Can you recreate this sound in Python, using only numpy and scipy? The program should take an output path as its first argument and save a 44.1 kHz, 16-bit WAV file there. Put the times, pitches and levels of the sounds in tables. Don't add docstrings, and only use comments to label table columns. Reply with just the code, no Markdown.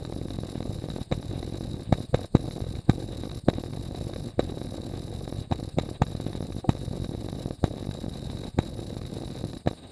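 import sys
import numpy as np
from scipy import signal
from scipy.fft import rfft, irfft, next_fast_len
from scipy.io import wavfile
from scipy.ndimage import uniform_filter1d, map_coordinates

SR = 44100
rng = np.random.default_rng(int(sys.argv[2]) if len(sys.argv) > 2 else 0)


def master_out(mix):
    frames = np.transpose(np.atleast_2d(mix))
    ceiling = np.clip(frames, -1, 1)
    pcm = np.round(ceiling * 32767).astype(np.int16)
    wavfile.write(sys.argv[1], SR, pcm)


N = 437031
T = np.arange(N) / SR

FLUTTER_HZ = 43.58
LAST_SWING_S, LIFTED_S = .107, .095
KNOCK_S, KNOCK_DB = 6.6425, -28
BLOW_OFF_S = 9.736
WHOOF_S, WHOOF_HZ, WHOOF_DB = 9.856, 263, -46.5

# time_s, level_db, width_ms
ACCENT_PUFFS = [(0.125, -22, 0.85), (0.164, -23, 1.2), (0.215, -21, 1.34), (0.388, -21, 1.04),
                (0.435, -21, 1.05), (0.556, -20.5, 1.17), (0.606, -19.5, 0.97), (0.841, -20.5, 1.14),
                (0.887, -23, 0.92), (0.963, -21, 0.89), (1.015, -22.5, 2.1), (1.1154, -21, 0.68),
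                (1.121, -20, 0.86), (1.228, -33, 0.46), (1.3791, -23.5, 1.3), (1.525, -25.5, 1.1),
                (1.609, -22, 1.07), (1.894, -23.5, 2.3), (1.9237, -22, 0.66), (2.005, -21, 1.4),
                (2.1419, -21.5, 0.73), (2.348, -22, 1.3), (2.605, -23.5, 0.84), (2.668, -23, 1.65),
                (2.89, -28, 0.84), (3.236, -22, 0.86), (3.484, -20, 0.9), (3.584, -18.5, 1.13),
                (3.638, -24.5, 0.68), (3.727, -28, 1.52), (3.911, -29.5, 0.8), (4.069, -20.5, 1.75),
                (4.383, -23, 2.3), (4.616, -21, 1.1), (5.278, -22.5, 0.83), (5.326, -26.5, 0.81),
                (5.5145, -18, 0.77), (5.629, -21.5, 1.6), (6.017, -18, 1.5), (6.152, -20.5, 1.5),
                (6.202, -21, 1.01), (6.266, -18, 1.16), (6.353, -21.5, 1), (6.407, -19.5, 1.12),
                (6.427, -22, 0.93), (6.5045, -24, 1.16), (6.566, -23, 1.4), (6.6873, -26.5, 1.33),
                (6.752, -23, 1.06), (6.881, -20.5, 2), (6.913, -24, 2.3), (7.001, -20, 1.99),
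                (7.093, -22, 1.29), (7.15, -22.5, 1.1), (7.246, -22, 1.5), (7.287, -24, 0.68),
                (7.329, -22, 1), (7.4596, -18.5, 1.39), (7.509, -19, 1), (7.631, -28, 1.4),
                (7.782, -29, 0.69), (7.871, -23, 1.2), (7.892, -19.5, 1.4), (8.064, -22.5, 1),
                (8.083, -24.5, 1.7), (8.5845, -37, 1.03), (8.968, -22, 1.04), (9.4407, -19, 1.1),
                (9.6629, -25, 0.7), (9.7127, -22.5, 0.92), (9.7339, -31, 0.68)]
# time_s, gain_db
FLUTTER_RIDE = [(0, -0.5), (1.4, -1.5), (3.1, 0.5), (5, -3), (6.3, -0.5), (7.4, -5), (8.4, -1.5), (9.5, -6)]
# start_s, level_db, gap_ms
DOUBLE_CATCHES = [(1.3131, -26, 2.7), (1.4763, -26, 2.7), (3.0246, -26.5, 2.5), (4.0116, -24.5, 1.56),
                  (4.5218, -25, 2.8), (4.9379, -23.5, 2.55), (5.8885, -26, 2.44), (7.0423, -27.5, 3.5),
                  (7.1381, -27.5, 2.81), (8.0407, -24.5, 3.8), (8.7916, -25, 2.4), (9.1679, -25, 2.17)]
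# before_pop_s, level_db, width_ms
LEAD_IN_PUFFS = [(0.05, -39, 4.2), (.013, -32, 2.4)]
# time_s, thump_db, thump_width_ms, ring_hz, ring_db, smack_hz, smack_db,
# crack_db, crack_delay_ms, ping_db, rattle_db, rattle_delay_ms
STRIKE_BACKS = [(1.1249, -14.5, 2.44, 520, -29.5, 2100, -31, -32.5, -1, -31, -27, 4.6),
                (1.9273, -9.5, 2.24, 636, -21, 950, -24, -30.5, -1, -26, -16.5, 13),
                (2.146, -14.5, 3.6, 480, -16, 1130, -20, -29, -1.5, -46, -18, 9.7),
                (2.352, -7, 1.76, 425, -32, 1002, -31, -31, -0.1, -46, -17, 16.6),
                (2.8966, -7, 1.9, 820, -40, 1570, -25, -31.5, 0.5, -22, -21, 16.7),
                (3.487, -10.5, 1.9, 546, -17, 1090, -26, -32, -1.9, -42, -13, 13),
                (4.3949, -12.5, 0.73, 460, -20, 2490, -37, -30.5, -1.5, -42, -17, 10.3),
                (5.5235, -19.5, 1.4, 740, -24, 1100, -33, -35, 1, -38, -24, 10.5),
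                (5.787, -15.5, 1.42, 546, -22.5, 2400, -39, -29.5, -1.5, -36, -15, 10.5),
                (6.0211, -11.5, 3.04, 820, -20.5, 1130, -21, -28, -1, -30, -25, 12),
                (6.6933, -9.5, 1.94, 636, -31, 1060, -31.5, -29.5, -1, -30, -23, 10.6),
                (7.642, -11, 1.87, 691.7, -27, 1350, -27.5, -31.5, -1, -28, -32, 11.4),
                (8.59, -10, 1.62, 720, -37, 1190, -25, -29.5, -2.5, -31, -28, 10.6),
                (9.6745, -14.5, 1.8, 596, -21, 1550, -27.5, -33, 1, -42, -20, 13.7)]
# start_s, level_db
FLAME_SPITS = [(0.0506, -23), (0.2842, -22), (0.6281, -21), (0.3053, -19.5), (0.902, -19.5), (1.4281, -20),
               (2.5099, -21), (2.7537, -22), (3.255, -24), (3.2968, -23), (3.315, -21.5), (3.5367, -21),
               (3.7346, -22.5), (3.95, -23.5), (4.136, -21.5), (4.1612, -21), (6.0667, -22), (6.331, -21),
               (6.523, -23), (7.0449, -19), (7.912, -18.5), (8.3, -22.5), (8.437, -23), (9.0159, -22.5),
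               (9.0529, -23.5), (9.2778, -26), (9.5333, -19)]
# pitch_hz, level_db, t60_s
HOLLOW_MODES = [(357.5, 5, 0.041), (515, 0, 0.083), (753, 3, 0.054), (1120, -15, 0.041)]
# centre_hz, width_hz, gain_db
TUBE_RESONANCES = [(980, 46, -5.5), (1214, 380, 3.5), (1395, 138, -9), (1555, 337, 5), (3160, 91, -8),
                   (3845, 550, 19.5), (5970, 200, -12.5), (6210, 130, 8.5), (7345, 710, 11),
                   (8200, 350, -2), (9150, 420, 4.5)]
# delay_ms, gain (negative flips polarity)
REFLECTIONS = [(2.35, 0.097), (4.7, -0.091), (8.4, 0.063)]
# frequency_hz, gain_db
BODY_EQ = [(15, -98), (30, -3), (46, 0.5), (64, 0.5), (90, 4.5), (200, 5), (340, 5.5), (415, 2.5),
           (500, 6.5), (700, 7), (1000, 0), (1400, -2), (3000, -8), (6000, 1)]
# frequency_hz, gain_db
CRACK_EQ = [(200, -13), (900, 4.5), (1600, -4.5), (2300, -2.5), (3100, -11), (4000, -16.5), (5000, -22.5),
            (5900, -20), (7000, -20), (7900, -19.5), (9000, -49), (15000, -37)]
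# frequency_hz, gain_db
SNAP_EQ = [(200, 5.5), (900, 7.5), (1600, 2), (2300, 2.5), (3100, -7.5), (4400, -2.5), (5200, -4),
           (6000, -8), (7500, -19.5), (9000, -38), (11000, -27), (15000, -29)]
# frequency_hz, gain_db
HISS_EQ = [(300, -1), (1000, 2), (1400, -5), (2000, -4.5), (3100, -4.5), (3500, -9.5), (4400, 1),
           (5200, -0.5), (5900, -6), (6700, -10.5), (8200, -7.5), (10800, -7.5), (12500, -16), (15000, -50)]
# frequency_hz, gain_db
FINE_HISS_EQ = [(1000, -14), (8000, -3), (11000, -25), (12500, -15), (15000, -16)]
# frequency_hz, gain_db
COLD_JET_EQ = [(1000, -30), (3000, -18), (3850, 5.5), (4300, 8), (4900, 4.5), (5700, -14), (6600, -8),
               (7300, 1.5), (8000, 1.5), (8800, 8.5), (9400, -1), (10300, -14), (12000, -12), (15000, -35)]
# frequency_hz, gain_db
MURMUR_EQ = [(18, -34), (30, -20), (45, -5), (110, 2.5), (300, -5.5), (700, -11.5), (1300, -26),
             (3000, -26.5), (7000, -48.5), (15000, -57)]


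def roar(ordinary, strong, strong_db=-0.5, twin_db=-31, twin_ms=3.106, twin_width=0.64, pace_spread=0.72):
    out = np.zeros(N)
    chance = rng.standard_normal((600, 4))
    paces = np.exp(pace_spread * np.abs(np.tanh(chance[:, 3])))
    for (s, db, width), pace in zip(strong, paces[::-1]):
        add(out, s, lambda t: undb(db + strong_db) * puff(t, width, pace))
    for (s, db, width), (split, side, lag, _), pace in zip(ordinary, chance, paces):
        twin_gain = undb(twin_db) * (1 + np.tanh(split))
        apart_ms = np.sign(side) * twin_ms * np.exp(0.452 * lag)
        add(out, s, lambda t: undb(db) * puff(t, width, pace))
        add(out, s, lambda t: twin_gain * puff(t - apart_ms, twin_width * width))
    return out


def puff(t, width, pace=1, sharpness=1.367, suck=0.125, suck_ms=2.1, suck_width_ms=5.1):
    flare = np.exp2(-np.abs(2 * t / width) ** sharpness)
    suction = suck * pace * width * bell(t - suck_ms, suck_width_ms / pace)
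    return flare - suction


def flutter(jitter=.19):
    accents = [row[0] for row in ACCENT_PUFFS + DOUBLE_CATCHES + STRIKE_BACKS]
    spits = [row[0] for row in FLAME_SPITS]
    last_swings = [row[0] - LAST_SWING_S for row in STRIKE_BACKS]
    cues = np.sort([0] + accents + spits + last_swings + [N / SR])
    chance = rng.standard_normal((len(cues), 128))
    times, ordinary = [], []
    for start, end, draw in zip(cues, cues[1:], chance):
        count = max(round((end - start) * FLUTTER_HZ), 1)
        periods = np.exp(jitter * draw[:count])
        times.extend(start + (end - start) * np.cumsum(periods) / periods.sum())
        ordinary.extend([True] * (count - 1) + [end not in accents])
    return np.array(times), np.array(ordinary)


def attachment(fade_s=0.012, last_fade_s=0.018, catch_s=0.0098):
    dying = lambda s, fade: np.exp(-np.clip((T - s) / fade, 0, 20))
    held = dying(BLOW_OFF_S, last_fade_s)
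    for s, *_ in STRIKE_BACKS:
        caught = np.clip((T - s) / catch_s + .5, 0, 1)
        held *= np.maximum(dying(s - LIFTED_S, fade_s), caught)
    return held


def pockets(swings, held, swing_db=-28, spread_db=-0.5, width_ms=1.9, width_spread=0.78):
    size, stretch = np.tanh(rng.standard_normal((600, 2)))[:len(swings)].T
    db = swing_db + spread_db * size + np.interp(swings, *np.transpose(FLUTTER_RIDE))
    rows = np.column_stack([swings, db, width_ms * np.exp(width_spread * stretch)])
    return rows[np.interp(swings, T, held) > .9]


def sputters(width_ms=1.13):
    return [(s + ms / 1000, db, width_ms) for s, db, gap_ms in DOUBLE_CATCHES for ms in (0, gap_ms)]


def returning_puffs(stray=0.108, spread_db=7.0):
    chance = rng.standard_normal((len(STRIKE_BACKS), 2))
    return [(row[0] - lead_s * (1 + stray * early), db + spread_db * size, width)
            for row, (early, size) in zip(STRIKE_BACKS, chance)
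            for lead_s, db, width in LEAD_IN_PUFFS]


def wrinkles(envelope, level_db=-38.5, range_db=12, width_ms=1.07, creep=7.5, creep_s=0.0077, count=3200):
    nearing = sum(np.exp(-np.abs(T - s) / creep_s) * (T < s) for s, *_ in STRIKE_BACKS)
    where, size = rng.random((count, 2)).T
    triggers = np.zeros(N)
    triggers[(where * N).astype(int)] = undb(level_db + range_db * (size - .5))
    grain = puff(np.arange(-800, 801) * 1000 / SR, width_ms)
    return signal.oaconvolve(triggers * (envelope + creep * nearing), grain, "same")


def lull(depth_db=-9, lead_ms=9.4, width_ms=11):
    dip = np.zeros(N)
    for s, *_ in ACCENT_PUFFS + FLAME_SPITS:
        add(dip, s, lambda t: bell(t + lead_ms, width_ms))
    return undb(depth_db * dip)


def pops(draw_in=0.41, lead=0.9, steepness=0.6, rebound=0.14, rebound_ms=4.1, ring_ms=2.7):
    out = np.zeros(N)
    for s, db, width, ring_hz, ring_db, *_ in STRIKE_BACKS:
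        add(out, s, lambda t: -undb(db) * draw_in * bell(t + lead * width, width_ms=1.0))
        add(out, s, lambda t: undb(db) * bell(t, width * (1 + steepness * np.sign(t))))
        add(out, s, lambda t: -undb(db) * rebound * bell(t - rebound_ms, width_ms=2.9))
        add(out, s, lambda t: undb(ring_db) * blip(t, ring_ms, ring_hz))
    return out


def smack(width_ms=1.0):
    out = np.zeros(N)
    for s, *_, hz, db, _, delay_ms, _, _, _ in STRIKE_BACKS:
        add(out, s, lambda t: undb(db) * blip(t - delay_ms, width_ms, hz))
    return out


def crack(burst_db=5.0, snap_db=13, burst_ms=2.7, ping_hz=3820, ping_ms=2.4, rush_db=-44, rush_ms=11):
    decay = lambda t, ms: (t > 0) * np.exp(-np.abs(t) / ms)
    burst, clicks, ping = np.zeros((3, N))
    gas = rng.standard_normal(N)
    for s, *_, db, delay_ms, ping_db, _, _ in STRIKE_BACKS:
        ignites = s + delay_ms / 1000
        clicks[int(ignites * SR)] += undb(db + snap_db)
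        add(burst, ignites, lambda t: undb(db + burst_db) * decay(t, burst_ms))
        add(ping, ignites, lambda t: undb(ping_db) * decay(t, ping_ms) * tone(t, ping_hz))
        add(burst, s, lambda t: undb(rush_db) * bell(t - rush_ms, width_ms=13))
    return ping + through_tube(gas * burst + clicks, CRACK_EQ) / np.std(through_tube(gas, CRACK_EQ))


def rattle(first_s=.003, span_s=0.012, weaker_db=-10, spread_db=3, puff_db=-11, puff_ms=0.58, count=6):
    clicks, puffs = np.zeros((2, N))
    where = rng.random((len(STRIKE_BACKS), count))
    size = rng.standard_normal((len(STRIKE_BACKS), count))
    for (s, *_, db, delay_ms), places, sizes in zip(STRIKE_BACKS, where, size):
        grips = s + delay_ms / 1000
        clicks[int(grips * SR)] += undb(db)
        run_s = s + first_s + span_s * places
        clicks[(run_s * SR).astype(int)] += undb(db + weaker_db + spread_db * np.tanh(sizes))
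        add(puffs, grips, lambda t: undb(db + puff_db) * puff(t, puff_ms))
    eq_gain = np.std(through_tube(rng.standard_normal(N), SNAP_EQ))
    return puffs + through_tube(clicks, SNAP_EQ) / eq_gain


def crackle(swings, held, ordinary, strong, strong_db=-3, ordinary_db=-14, sizzle_db=-20):
    clicks, sizzle = ticks(swings, held), np.zeros(N)
    for s, db in FLAME_SPITS:
        clicks[int(s * SR)] += undb(db)
        add(sizzle, s, lambda t: undb(db + sizzle_db) * (t > 0) * bell(t, width_ms=5))
    for puffs, snap_db in (strong, strong_db), (ordinary, ordinary_db):
        for s, db, width in puffs:
            clicks[int(s * SR)] += undb(db + snap_db) / width ** 2
    gas = rng.standard_normal(N)
    return through_tube(clicks + sizzle * gas, SNAP_EQ) / np.std(through_tube(gas, SNAP_EQ))


def ticks(swings, held, level_db=-36.5, range_db=19, uneven_db=4, scatter_s=.004, count=6):
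    lag = rng.standard_normal((len(swings), count))
    size = rng.random((len(swings), count))
    swing_db = uneven_db * np.tanh(rng.standard_normal((len(swings), 1)))
    at = np.clip((swings[:, None] + scatter_s * lag) * SR, 0, N - 1).astype(int)
    gains = undb(level_db + swing_db + range_db * (size ** 2 - .5))
    return held * np.bincount(at.ravel(), gains.ravel(), N)


def knock(rise_s=0.0014):
    t = np.maximum(T - KNOCK_S, 0)
    ring = sum(undb(KNOCK_DB + db - 60 * np.minimum(t / t60, 2)) * np.sin(2 * np.pi * hz * t)
               for hz, db, t60 in HOLLOW_MODES)
    return ring * (1 - np.exp(-t / rise_s))


def whoof(width_ms=19):
    out = np.zeros(N)
    add(out, WHOOF_S, lambda t: undb(WHOOF_DB) * blip(t, width_ms, WHOOF_HZ))
    return out


def hiss(phase, held, level_db=-55.5, throb_db=3, lag=0.55, flicker_db=7.5):
    swell_db = throb_db * (1 + 0.12 * walk(33)) * np.cos(2 * np.pi * (phase - lag))
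    return held * tube_noise(HISS_EQ) * undb(level_db + swell_db + flicker_db * np.tanh(walk(260)))


def fine_hiss(held, level_db=-73):
    return held * tube_noise(FINE_HISS_EQ) * undb(level_db)


def jet(phase, held, level_db=-64, hot_db=1.5, hot_rise=.2, swing_rise=0.0396, throb_db=4, cool_s=0.037):
    heat = uniform_filter1d(held, int(cool_s * SR))
    vibrato = swing_rise * np.cos(2 * np.pi * (phase - .5))
    speed = 1 + heat * (hot_rise + vibrato + 0.016 * walk(60))
    cold = unit(colour(rng.standard_normal(N), COLD_JET_EQ, []))
    gas = map_coordinates(cold, [np.cumsum(speed) % (N - 1)], order=3)
    swell_db = held * throb_db * np.cos(2 * np.pi * (phase - 0.65))
    flicker_db = 4.9 * np.tanh(walk(80))
    return gas * undb(level_db + heat * hot_db + swell_db + flicker_db)


def murmur(level_db=-54.0, waver_db=5.5, linger_db=5, linger_s=.05):
    swell_db = linger_db * bell(1000 * (T - BLOW_OFF_S - linger_s / 2), 1000 * linger_s)
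    return tube_noise(MURMUR_EQ) * undb(level_db + waver_db * walk(35) + swell_db)


def tube_noise(eq):
    return unit(through_tube(rng.standard_normal(N), eq))


def through_tube(x, eq=((1, 0), (SR / 2, 0))):
    return colour(x, eq, TUBE_RESONANCES)


def colour(x, eq, resonances, order=8192):
    f = np.arange(order // 2 + 1) * SR / order
    hz, db = np.transpose(eq)
    curve_db = np.interp(np.log(f + 1), np.log(hz), db)
    peaks_db = sum(gain / (1 + (2 * (f - centre) / width) ** 2) for centre, width, gain in resonances)
    cepstrum = irfft(np.log(undb(curve_db + peaks_db)))
    cepstrum[1:order // 2] *= 2
    cepstrum[order // 2 + 1:] = 0
    return signal.oaconvolve(x, irfft(np.exp(rfft(cepstrum))))[:N]


def zero_phase_eq(x, eq):
    size = next_fast_len(N + SR)
    hz, db = np.transpose(eq)
    f = np.arange(size // 2 + 1) * SR / size
    gain = undb(np.interp(np.log(f + 1), np.log(hz), db))
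    return irfft(rfft(x, size) * gain, size)[:N]


def add(track, s, shape):
    i = np.arange(max(int((s - .04) * SR), 0), min(int((s + .04) * SR), N))
    track[i] += shape((i / SR - s) * 1000)


def bell(t, width_ms):
    return np.exp2(-(2 * t / width_ms) ** 2)


def tone(t, hz):
    return np.cos(2 * np.pi * hz * t / 1000)


def blip(t, width_ms, hz):
    return bell(t, width_ms) * tone(t, hz)


def walk(rate_hz):
    hold = int(SR / rate_hz)
    steps = np.repeat(rng.standard_normal(N // hold + 1), hold)
    return unit(uniform_filter1d(uniform_filter1d(steps, hold), hold)[:N])


def undb(db):
    return 10 ** (np.asarray(db) / 20)


def unit(x):
    return x / np.sqrt(np.mean(x ** 2))


def scene(bunch_db=3.0):
    held = attachment()
    burning = held * lull()
    swings, is_ordinary = flutter()
    phase = np.interp(T, swings, np.arange(len(swings)))
    ordinary = pockets(swings[is_ordinary], held)
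    strong = ACCENT_PUFFS + sputters() + returning_puffs()
    wrinkling = held * burning * undb(bunch_db * np.cos(2 * np.pi * phase))
    pulses = zero_phase_eq(roar(ordinary, strong) + wrinkles(wrinkling) + pops(), BODY_EQ)
    pressure = through_tube(pulses + smack())
    echoes = sum(gain * np.interp(T - ms / 1000, T, pressure) for ms, gain in REFLECTIONS)
    bed = hiss(phase, burning) + fine_hiss(held) + jet(phase, held) + murmur()
    one_shots = knock() + whoof() + crack() + rattle()
    crackling = crackle(swings[:-1], burning, ordinary, strong)
    return (pressure + echoes + one_shots + crackling + bed)[None]


def record(dry, top_hz=15400):
    return signal.sosfilt(signal.ellip(8, .2, 70, top_hz, fs=SR, output="sos"), dry)


dry = scene()
out = record(dry)
master_out(out)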